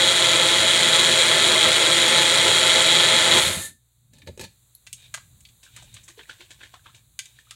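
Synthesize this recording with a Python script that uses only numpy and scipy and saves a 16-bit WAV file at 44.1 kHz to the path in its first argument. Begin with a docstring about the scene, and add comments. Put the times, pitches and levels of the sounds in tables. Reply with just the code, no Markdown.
"""A kitchen, close to a small blender pureeing fruit: pulp knocks the cup once a shaft turn over a
churning wash. The hand lets go and the motor runs down. The cup is twisted out of its base, clicks
under ringed fingers and is shaken, so the drink sloshes from end to end over a faint mains hum."""
import sys
import numpy as np
from scipy import signal
from scipy.fft import rfft, irfft
from scipy.io import wavfile
from scipy.ndimage import uniform_filter1d

SR = 44100
rng = np.random.default_rng(int(sys.argv[2]) if len(sys.argv) > 2 else 0)


def master(y):
    """Save y as 16-bit WAV."""
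    cut = np.clip(np.atleast_2d(y).T, -1, 1)
    pcm = np.round(cut * 32767)  # scale
    wavfile.write(sys.argv[1], SR, pcm.astype(np.int16))


N = 332955
T = np.arange(N) / SR


def undb(db):
    """Decibels to gain."""
    return 10 ** (np.asarray(db) / 20)


def unit(x):
    """Scale to rms 1."""
    return x / np.sqrt(np.mean(x ** 2) + 1e-20)


def walk(hz):
    """Smooth random wander, rms 1."""
    step = int(SR / hz)
    return unit(uniform_filter1d(np.repeat(rng.standard_normal(N // step + 1), step), step)[:N])


def colour(x, points, modes=(), size=8192):
    """Minimum-phase filter: points (freq [Hz], gain [dB]), modes (freq [Hz], width [Hz], gain [dB])."""
    f = np.arange(size // 2 + 1) * SR / size + 1
    hz, db = np.transpose(points)
    power = undb(np.interp(np.log(f), np.log(hz), db)) ** 2
    for centre_hz, width_hz, peak_db in modes:
        power = power + undb(peak_db) ** 2 / (1 + ((f - centre_hz) / width_hz) ** 2) ** 2
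    cepstrum = irfft(np.log(power) / 2)
    cepstrum[1:size // 2] *= 2
    cepstrum[size // 2 + 1:] = 0
    return signal.oaconvolve(x, irfft(np.exp(rfft(cepstrum))))[:len(x)]


def noise(points, modes=()):
    """Coloured noise, rms 1."""
    return unit(colour(rng.standard_normal(N), points, modes))


def fade(t, t60_s):
    """Exponential decay, 60 dB down at t60_s."""
    return np.exp(-np.log(1000) * t / t60_s)


def add(out, start_s, sound):
    """Mix a sound in at start_s."""
    i = max(int(start_s * SR), 0)
    part = sound[:max(N - i, 0)]
    out[i:i + len(part)] += part


def envelope(start_s, attack_s, hold_s, t60_s, db):
    """Gain: linear rise, hold, exponential decay."""
    out = np.zeros(N)
    t = T[:int((attack_s + hold_s + 2 * t60_s) * SR)]
    release = fade(np.maximum(t - attack_s - hold_s, 0), t60_s)
    add(out, start_s, undb(db) * np.minimum(t / attack_s, 1) * release)
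    return out


def swells(rows, attack_s, t60_s):
    """Summed envelopes for rows of (start [s], hold [s], level [dB])."""
    return sum(envelope(s, attack_s, hold_s, t60_s, db) for s, hold_s, db in rows)


def crossover(low, high, hz):
    """Bass of one signal plus treble of another, equal power."""
    bass = signal.sosfilt(signal.butter(2, hz, "low", fs=SR, output="sos"), low)
    return bass + signal.sosfilt(signal.butter(2, hz, "high", fs=SR, output="sos"), high)


def impacts(per_s, scatter_db):
    """Random tiny blows, rms 1."""
    size = undb(scatter_db * np.clip(rng.standard_normal(N), -2, 2)) * rng.choice([-1, 1], N)
    return unit(size * (rng.random(N) < per_s / SR))


def coupling_rattle(turns, jitter_s=.0005, scatter_db=3.9):
    """The drive coupling knocks once a turn, uneven in angle and strength."""
    # (freq [Hz], width [Hz], gain [dB])
    coupling_modes = [(3311, 128, 3), (3860, 190, -1.5), (6880, 300, -12.5)]
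    slope = [(300, -52.5), (1500, -20.5), (2600, -17), (4500, -18.5), (5200, -34), (9000, -34.5),
             (12000, -41), (15000, -50)]
    beats = np.flatnonzero(np.diff(np.floor(turns)))
    late, strength = np.clip(rng.standard_normal((N // 100, 2))[:len(beats)], -2, 1.3).T
    knocks = np.zeros(N)
    knocks[np.clip(beats + (jitter_s * SR * late).astype(int), 0, N - 1)] = undb(scatter_db * strength)
    return unit(colour(knocks, slope, coupling_modes))


def blender(off_s=3.39, coast_s=.38):
    """Blades throw pulp at the wall, hardest once a turn; cup and base ring, the motor hums."""
    # shaft speed under the changing fruit load: (time [s], speed [Hz])
    shaft = [(0, 188), (.35, 170), (.55, 187.8), (.75, 172.2), (1.75, 157.2), (2.55, 173), (3.38, 166)]
    # cup, base and counter: (freq [Hz], width [Hz], gain [dB])
    body_modes = [(94, 6.5, -21), (160.6, 16, -12), (235.7, 9.6, -12.5), (347.5, 23, -7), (416, 56, -13),
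                  (529.7, 28.4, -4), (646.4, 38, -8.5), (864.3, 35, -8), (1019, 38, -14.5),
                  (1356, 69, -11.5), (1760, 9.7, -4.5), (2065, 160, -8), (2396, 220, -12.5),
                  (3000, 95, -10.5), (3290, 125, -8), (3590, 21, -4), (3830, 63, -6), (4140, 45, -9),
                  (7040, 150, -11.5), (7430, 25, -15.5), (7680, 47, -12.5), (8240, 42, -7.5),
                  (8750, 75, -15.5), (10200, 130, -21)]
    # slope between the modes: (freq [Hz], gain [dB])
    wash = [(30, -66), (55, -46), (85, -18.5), (280, -27), (760, -22.5), (1400, -13.5), (2800, -16),
            (4200, -11), (5000, -22), (6200, -21), (9000, -21.5), (10800, -26), (12000, -37.5),
            (15500, -42)]
    # shaft unbalance: (harmonic, relative level [dB])
    harmonics = [(1, -49.5), (2, -54.5), (3, -45), (5, -46), (10, -39.5)]
    # blade load: (time [s], relative level [dB])
    load = [(.5, -1), (1, 0), (3.28, 0.17), (3.35, 1.6), (3.42, 0.5)]
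    coasting = np.clip(1 - (T - off_s) / coast_s, 0, 1)  # friction brakes the shaft evenly
    speed_hz = np.interp(T, *np.transpose(shaft)) * coasting * (1 + .003 * walk(hz=14))
    turns = np.cumsum(speed_hz) / SR
    rattle = coupling_rattle(turns) * coasting * speed_hz / speed_hz.max()
    pulp = impacts(per_s=1900 * (1 + .6 * np.cos(2 * np.pi * turns) * coasting), scatter_db=3.2)
    clatter = unit(pulp + undb(-3) * rng.standard_normal(N))
    churn = rng.standard_normal(N) * undb(1.1 * walk(hz=25))
    shell = unit(colour(crossover(churn, clatter, hz=1300), wash, body_modes))
    body = undb(np.interp(T, *np.transpose(load)) - 16.5) * (undb(-1) * shell + undb(-6) * rattle)
    tones = sum(undb(db + 1.6 * walk(hz=8.3)) * np.sqrt(2) * np.sin(2 * np.pi * k * turns)
                for k, db in harmonics)
    coil_buzz = undb(-43) * np.sin(2 * np.pi * 120 * T) * (T < off_s)  # twice mains frequency
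    return coasting ** 2.58 * (body + undb(-1.5) * tones) + coil_buzz


def room_tone():
    """Mains hum, hiss and a rumble that swells as the hand grips, lifts and shakes."""
    # (freq [Hz], relative level [dB])
    mains = [(59.2, -68), (118.4, -66)]
    # (freq [Hz], gain [dB])
    hiss_colour = [(100, -28.5), (500, -33), (1500, -34.5), (3000, -36.5), (3850, -24), (4500, -33),
                   (5300, -50), (6200, -31), (7200, -24.5), (9000, -27.5), (12000, -31), (15500, -32)]
    # (time [s], level [dB])
    hiss_levels = [(3.8, -68.5), (4.1, -67), (4.6, -63), (5.5, -60.5), (7.5, -63)]
    # (start [s], hold [s], level [dB])
    grips = [(3.95, .35, -59), (4.801, 0.51, -59), (5.643, .25, -58.5), (6.101, 1.13, -64)]
    hum = sum(undb(db - 3) * np.sqrt(2) * np.sin(2 * np.pi * hz * T) for hz, db in mains)
    rumble = noise([(20, -28), (35, -13), (55, -3.5), (80, -2), (120, 5), (170, -8.5), (260, -20),
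                    (600, -45.5), (3000, -72.5)])
    hiss = noise(hiss_colour) * undb(np.interp(T, *np.transpose(hiss_levels)) + .605 * walk(hz=5))
    held = swells(grips, attack_s=.11, t60_s=.7)
    return hum + (undb(-72) + held) * rumble * undb(2 * walk(hz=5)) + hiss


def run_down():
    """The collapsing vortex throws spray, the slowing shaft squeals and rubs, the base rocks."""
    # (start [s], attack [s], hold [s], t60 [s], level [dB])
    sprays = [(3.335, .06, .09, 0.37, -29.5), (3.491, 0.061, 0.11, 0.17, -35)]
    # (freq [Hz], gain [dB])
    spray_colour = [(1470, -40.5), (2500, -17), (3270, -15.5), (3660, -4), (4330, -8), (5410, -20),
                    (6850, -0.5), (7110, -2), (10700, -3), (15500, -22)]
    # base on counter, running down and then gripped: (time [s], relative level [dB])
    bumps = [(3.335, -36), (3.39, -35), (3.455, -33), (3.55, -32), (3.67, -50.5), (4.115, -50),
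             (4.205, -47.5), (4.275, -43), (4.395, -41)]
    spray = unit(colour(impacts(per_s=6740, scatter_db=0), [(300, -42.5), *spray_colour]))
    squeal_hz = 1775 * (1 + .008 * walk(hz=120))
    squeal = np.sqrt(2) * np.sin(2 * np.pi * np.cumsum(squeal_hz) / SR)
    rub = noise([(500, -48.5), (10000, -47.5)], [(1767, 60, 3), (3770, 70, 0), (6850, 81, -6)])
    rocking = noise([(25, -30), (55, -12.5), (88, 6), (125, -7), (175, -2), (260, -11), (600, -33),
                     (1300, -44), (4000, -75)])
    swirl = sum(envelope(*row) for row in sprays)
    stopping = envelope(3.56, attack_s=.04, hold_s=.06, t60_s=.2, db=-44.5)
    bumping = sum(envelope(s, attack_s=.02, hold_s=.03, t60_s=.18, db=db - 3) for s, db in bumps)
    return swirl * spray + stopping * (squeal + undb(-.5) * rub) + bumping * rocking


def contact(crunch_t60_s, scrape_db, scrape_t60_s):
    """Force of a blow: sharp touch, brief crunch, longer scrape."""
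    t = np.arange(SR // 5) / SR
    decay = fade(t, crunch_t60_s) + undb(scrape_db) * fade(t, scrape_t60_s)
    force = rng.standard_normal(len(t)) * decay
    force[0] += 4
    return force


def unlocking():
    """The cup's plastic lugs catch, thump the base and scrape as they slip."""
    # (time [s], relative peak [dB], thud [dB], brightness [dB])
    catches = [(4.135, -40.5, -22, -7), (4.184, -42, -28, -8), (4.219, -36.5, -32, -27),
               (4.273, -26, -10, -22), (4.286, -26.5, 7, -27), (4.376, -28.5, -3, -11),
               (4.395, -21, -5, -16), (4.411, -22, -10.5, -10), (4.44, -25.5, -15, -16)]
    # (freq [Hz], gain [dB])
    catch_colour = [(29, -43), (50, -13.5), (98, -5), (225, -13), (314, -13), (346, -3), (544, -6),
                    (707, -23), (856, -14), (1410, -26), (1750, -16.5), (3850, -21.5), (5640, -26.5),
                    (6990, -22), (15000, -40)]
    # base with cup seated: (freq [Hz], width [Hz], gain [dB])
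    base_modes = [(90.5, 15, 7.5), (234, 31, -5), (535, 87, -2.5), (865, 91, -9.5), (1730, 45, -9.5),
                  (2460, 70, -10), (2817, 61, -19), (3880, 200, -13.5)]
    # plastic rubbing on plastic: (start [s], hold [s], level [dB])
    twists = [(4.125, .07, -61), (4.262, .015, -50), (4.392, 0.047, -43.5)]
    out = np.zeros(N)
    for s, db, thud_db, bright_db in catches:
        force = contact(crunch_t60_s=.032, scrape_db=3, scrape_t60_s=.062)
        tilt = [(500, 1.5 * (thud_db + 6)), (1500, 0), (3500, 0), (7000, .98 * (bright_db + 19.5))]
        blow = colour(colour(force, catch_colour, base_modes), tilt)
        add(out, s, undb(db - 2.5) * blow / np.abs(blow).max())
    scrape_colour = [(150, -33), (1500, -20), (4500, -6), (5400, -28), (8000, -15), (15000, -34)]
    scrape = unit(colour(impacts(per_s=900, scatter_db=-1), scrape_colour, base_modes))
    return out + scrape * swells(twists, attack_s=.0092, t60_s=.082)


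def ring_ping(start_s=4.75, peak_db=-34):
    """Two finger rings touch with a thin ping."""
    out = np.zeros(N)
    force = contact(crunch_t60_s=.02, scrape_db=-15, scrape_t60_s=.05)
    ring_modes = [(4200, 200, -7), (11300, 250, 3), (14700, 300, -6)]
    ping = colour(force, [(1000, -44.5), (6000, -21), (15000, -16)], ring_modes)
    add(out, start_s, undb(peak_db) * ping / np.abs(ping).max())
    return out


def taps(bounce_s=.0045):
    """Rings, nails and the snapping lid excite the cup's hollow modes; each tap bounces once."""
    # (time [s], relative peak [dB], hollowness [dB], brightness [dB], bounce [dB])
    clicks = [(4.867, -37, -18, -16, 4), (4.929, -22.5, -49, 0.5, -9), (5.141, -20, -7.5, -9, 0),
              (5.175, -33.5, 1, -18, -2), (5.406, -44, -24, 1, -4), (5.452, -38, -45, -29, -6),
              (5.488, -45.5, -32, -22, -4), (5.764, -31, -20, 2, -8), (5.942, -30, -33, 2, -10),
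              (7.191, -15.5, -24.5, -11.5, -13), (7.256, -37.5, -36, -3, -3), (7.509, -28, -19, -11, -10)]
    # (freq [Hz], gain [dB])
    click_colour = [(150, -35), (600, -9), (1300, 0), (4300, 4.5), (5400, -4), (8500, 0), (11000, -10.5),
                    (15500, -26)]
    # hand-held cup: (freq [Hz], width [Hz], gain [dB])
    cup_modes = [(625, 70, -4.5), (1200, 105, 6.5), (1600, 72, 12), (1990, 90, 10.5), (2340, 130, 10),
                 (2740, 160, 6), (3440, 340, 5), (6650, 540, 2), (7600, 600, -3.5)]
    out = np.zeros(N)
    for s, db, hollow_db, bright_db, bounce_db in clicks:
        tilt = [(1200, 1.07 * (hollow_db + 12)), (2600, 0), (4500, 0), (7500, .67 * (bright_db + 16.5))]
        for delay_s, offset_db in ((0, 0), (bounce_s, bounce_db)):
            force = contact(crunch_t60_s=.016, scrape_db=-6, scrape_t60_s=.055)
            tap = colour(colour(force, click_colour, cup_modes), tilt, size=512)
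            add(out, s + delay_s, undb(db + offset_db + 2) * tap / np.abs(tap).max())
    return out


def slap(t, attack_s=.003, t60_s=.071):
    """Gain of the drink hitting the cup: fast build, decay."""
    return (1 - np.exp(-t / attack_s)) * fade(t, t60_s)


def bubble(t, hz, cycles, glide=.08):
    """An air pocket rings, rising in pitch as it dies."""
    life_s = cycles / hz
    phase = 2 * np.pi * hz * (t + glide * np.minimum(t, life_s) * t / life_s)
    return np.sin(phase) * fade(t, life_s) * (1 - np.exp(-t * hz))


def shaking(bubbles_per_stroke=10, fallback_s=.018, breakup_s=.012, rush_s=.03):
    """The drink rushes along the cup, slaps an end, traps air and runs down as foam."""
    # (time [s], relative level [dB], air pocket [Hz], spray [dB], gurgle [dB])
    strokes = [(5.63, -38, 2600, -5, -5), (5.764, -31.5, 1460, -13, -14), (5.821, -43.5, 750, 0, -6),
               (5.965, -33.5, 1680, -18, -15), (6.032, -48.5, 2410, 5, -12), (6.079, -31.5, 1560, -6, -16),
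               (6.191, -27.5, 1590, -31, -7), (6.293, -25, 1500, -18, -5), (6.405, -29.5, 2320, -20, -6),
               (6.505, -31, 2370, -10, -15), (6.607, -31.5, 1620, -28, -13), (6.631, -31, 1690, -21, -3),
               (6.738, -33.5, 1055, -17, -3), (6.858, -31, 1090, -28, -12), (6.945, -36.5, 2800, -8.5, -5),
               (7.386, -45, 1750, -8, 7)]
    # (freq [Hz], gain [dB])
    splash_colour = [(130, -30), (210, -3), (300, -6), (342, -2.5), (396, -14), (452, -3), (532, -2.5),
                     (788, -4.5), (1080, -1), (1290, -24), (1490, -1), (1970, -1.5), (3860, 4),
                     (5090, -6.5), (7920, -2), (15000, -30)]
    # lone air pockets: (time [s], level [dB], pitch [Hz])
    gulps = [(5.664, -43, 1570), (5.785, -50, 950), (6.09, -54, 340), (6.176, -39, 440), (6.395, -51, 340),
             (7.47, -52, 1230), (7.516, -43, 1250)]
    # faint, breathy hiss swelling as the cup is moved: (start [s], hold [s], level [dB])
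    hiss_swells = [(4.95, .08, -59.5), (5.625, 0.27, -57), (7.21, .3, -61.5)]
    out = np.zeros(N)
    t = np.arange(SR // 8) / SR
    splash_modes = [(330, 53, 0), (1586, 150, 2), (3220, 620, 1.4)]
    crackle = unit(colour(impacts(per_s=3500, scatter_db=4.5), splash_colour, splash_modes))
    double_slap = slap(t) + undb(-13) * slap(np.maximum(t - fallback_s, 0))
    for s, db, pocket_hz, spray_db, gurgle_db in strokes:
        splash = np.take(crackle, int(s * SR) + np.arange(len(t)), mode="wrap") * double_slap
        tilt = [(3500, 0), (6500, 1.05 * (spray_db + 15))]
        add(out, s, undb(db - 9.5) * colour(splash, tilt, size=512))
        add(out, s + .002, undb(db + gurgle_db) * bubble(t, pocket_hz, cycles=40))
        # thick puree damps bubbles fast; most form in the slap, fainter ones as it runs back
        for lag, pitch, size in np.clip(rng.standard_normal((bubbles_per_stroke, 3)), -2, 2):
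            delay_s = .016 * lag ** 2
            pop = bubble(t, pocket_hz * 2 ** (.25 + .4 * pitch), cycles=32)
            add(out, s + delay_s, undb(db - 12 + 2.5 * size - 110 * delay_s) * pop)
    # each gulp breaks into weaker pockets of similar size
    for s, db, hz in gulps:
        for k, octaves in enumerate(rng.uniform(-.2, .2, size=4)):
            pocket = bubble(t, hz * 2 ** octaves if k else hz, cycles=42)
            add(out, s + k * breakup_s, undb(db - 6 * k) * pocket)
    foam_modes = [(1100, 60, 0), (1700, 80, 4), (2400, 100, 5), (3700, 250, 3)]
    foam = unit(colour(impacts(per_s=700, scatter_db=4), splash_colour, foam_modes))
    hiss_colour = [(900, -10), (1700, -7), (2400, -4), (4200, -4), (7000, -3)]
    hiss = unit(colour(crackle, hiss_colour, [(2400, 120, 5), (3800, 300, 2.5)]))
    rushing = sum(envelope(s - rush_s, rush_s, hold_s=0, t60_s=.071, db=db - 26.5)
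                  for s, db, *_ in strokes)
    running = sum(envelope(s, attack_s=.038, hold_s=0, t60_s=.23, db=db - 31) for s, db, *_ in strokes)
    hiss_gain = swells(hiss_swells, attack_s=.049, t60_s=.3)
    return out + (rushing * crackle + running * foam + hiss_gain * hiss) * undb(2.5 * walk(hz=25))


def kitchen(x, t60_s, wet_db):
    """Close hard walls add a short, bright, diffuse tail."""
    t = np.arange(SR // 2) / SR
    decay = (fade(t, t60_s) + 2 * fade(t, t60_s / 5)) * (t > .002)  # room + nearby cupboards
    wall_colour = [(200, -15), (1500, -3.5), (4000, -.5), (9000, -1), (15000, -9.5)]
    tail = colour(rng.standard_normal(len(t)) * decay, wall_colour)
    wet = signal.fftconvolve(x, tail / np.sqrt(np.sum(tail ** 2)))[:N]
    return (x + undb(wet_db) * wet) / np.hypot(1, undb(wet_db))


def scene():
    """Blending, run-down and handling within arm's reach; mono."""
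    machine = kitchen(blender() + run_down(), t60_s=.2, wet_db=-18)
    handling = kitchen(unlocking() + taps() + ring_ping() + shaking(), t60_s=.28, wet_db=-9)
    return (machine + handling + room_tone())[None]


def record(dry):
    """The phone rounds the highest peaks and cuts the top."""
    ceiling, top_hz = 1.04, 15800
    lowpass = signal.ellip(10, .1, 80, top_hz, fs=SR, output="sos")
    return signal.sosfilt(lowpass, ceiling * np.tanh(dry / ceiling))


dry = scene()
out = record(dry)
master(out)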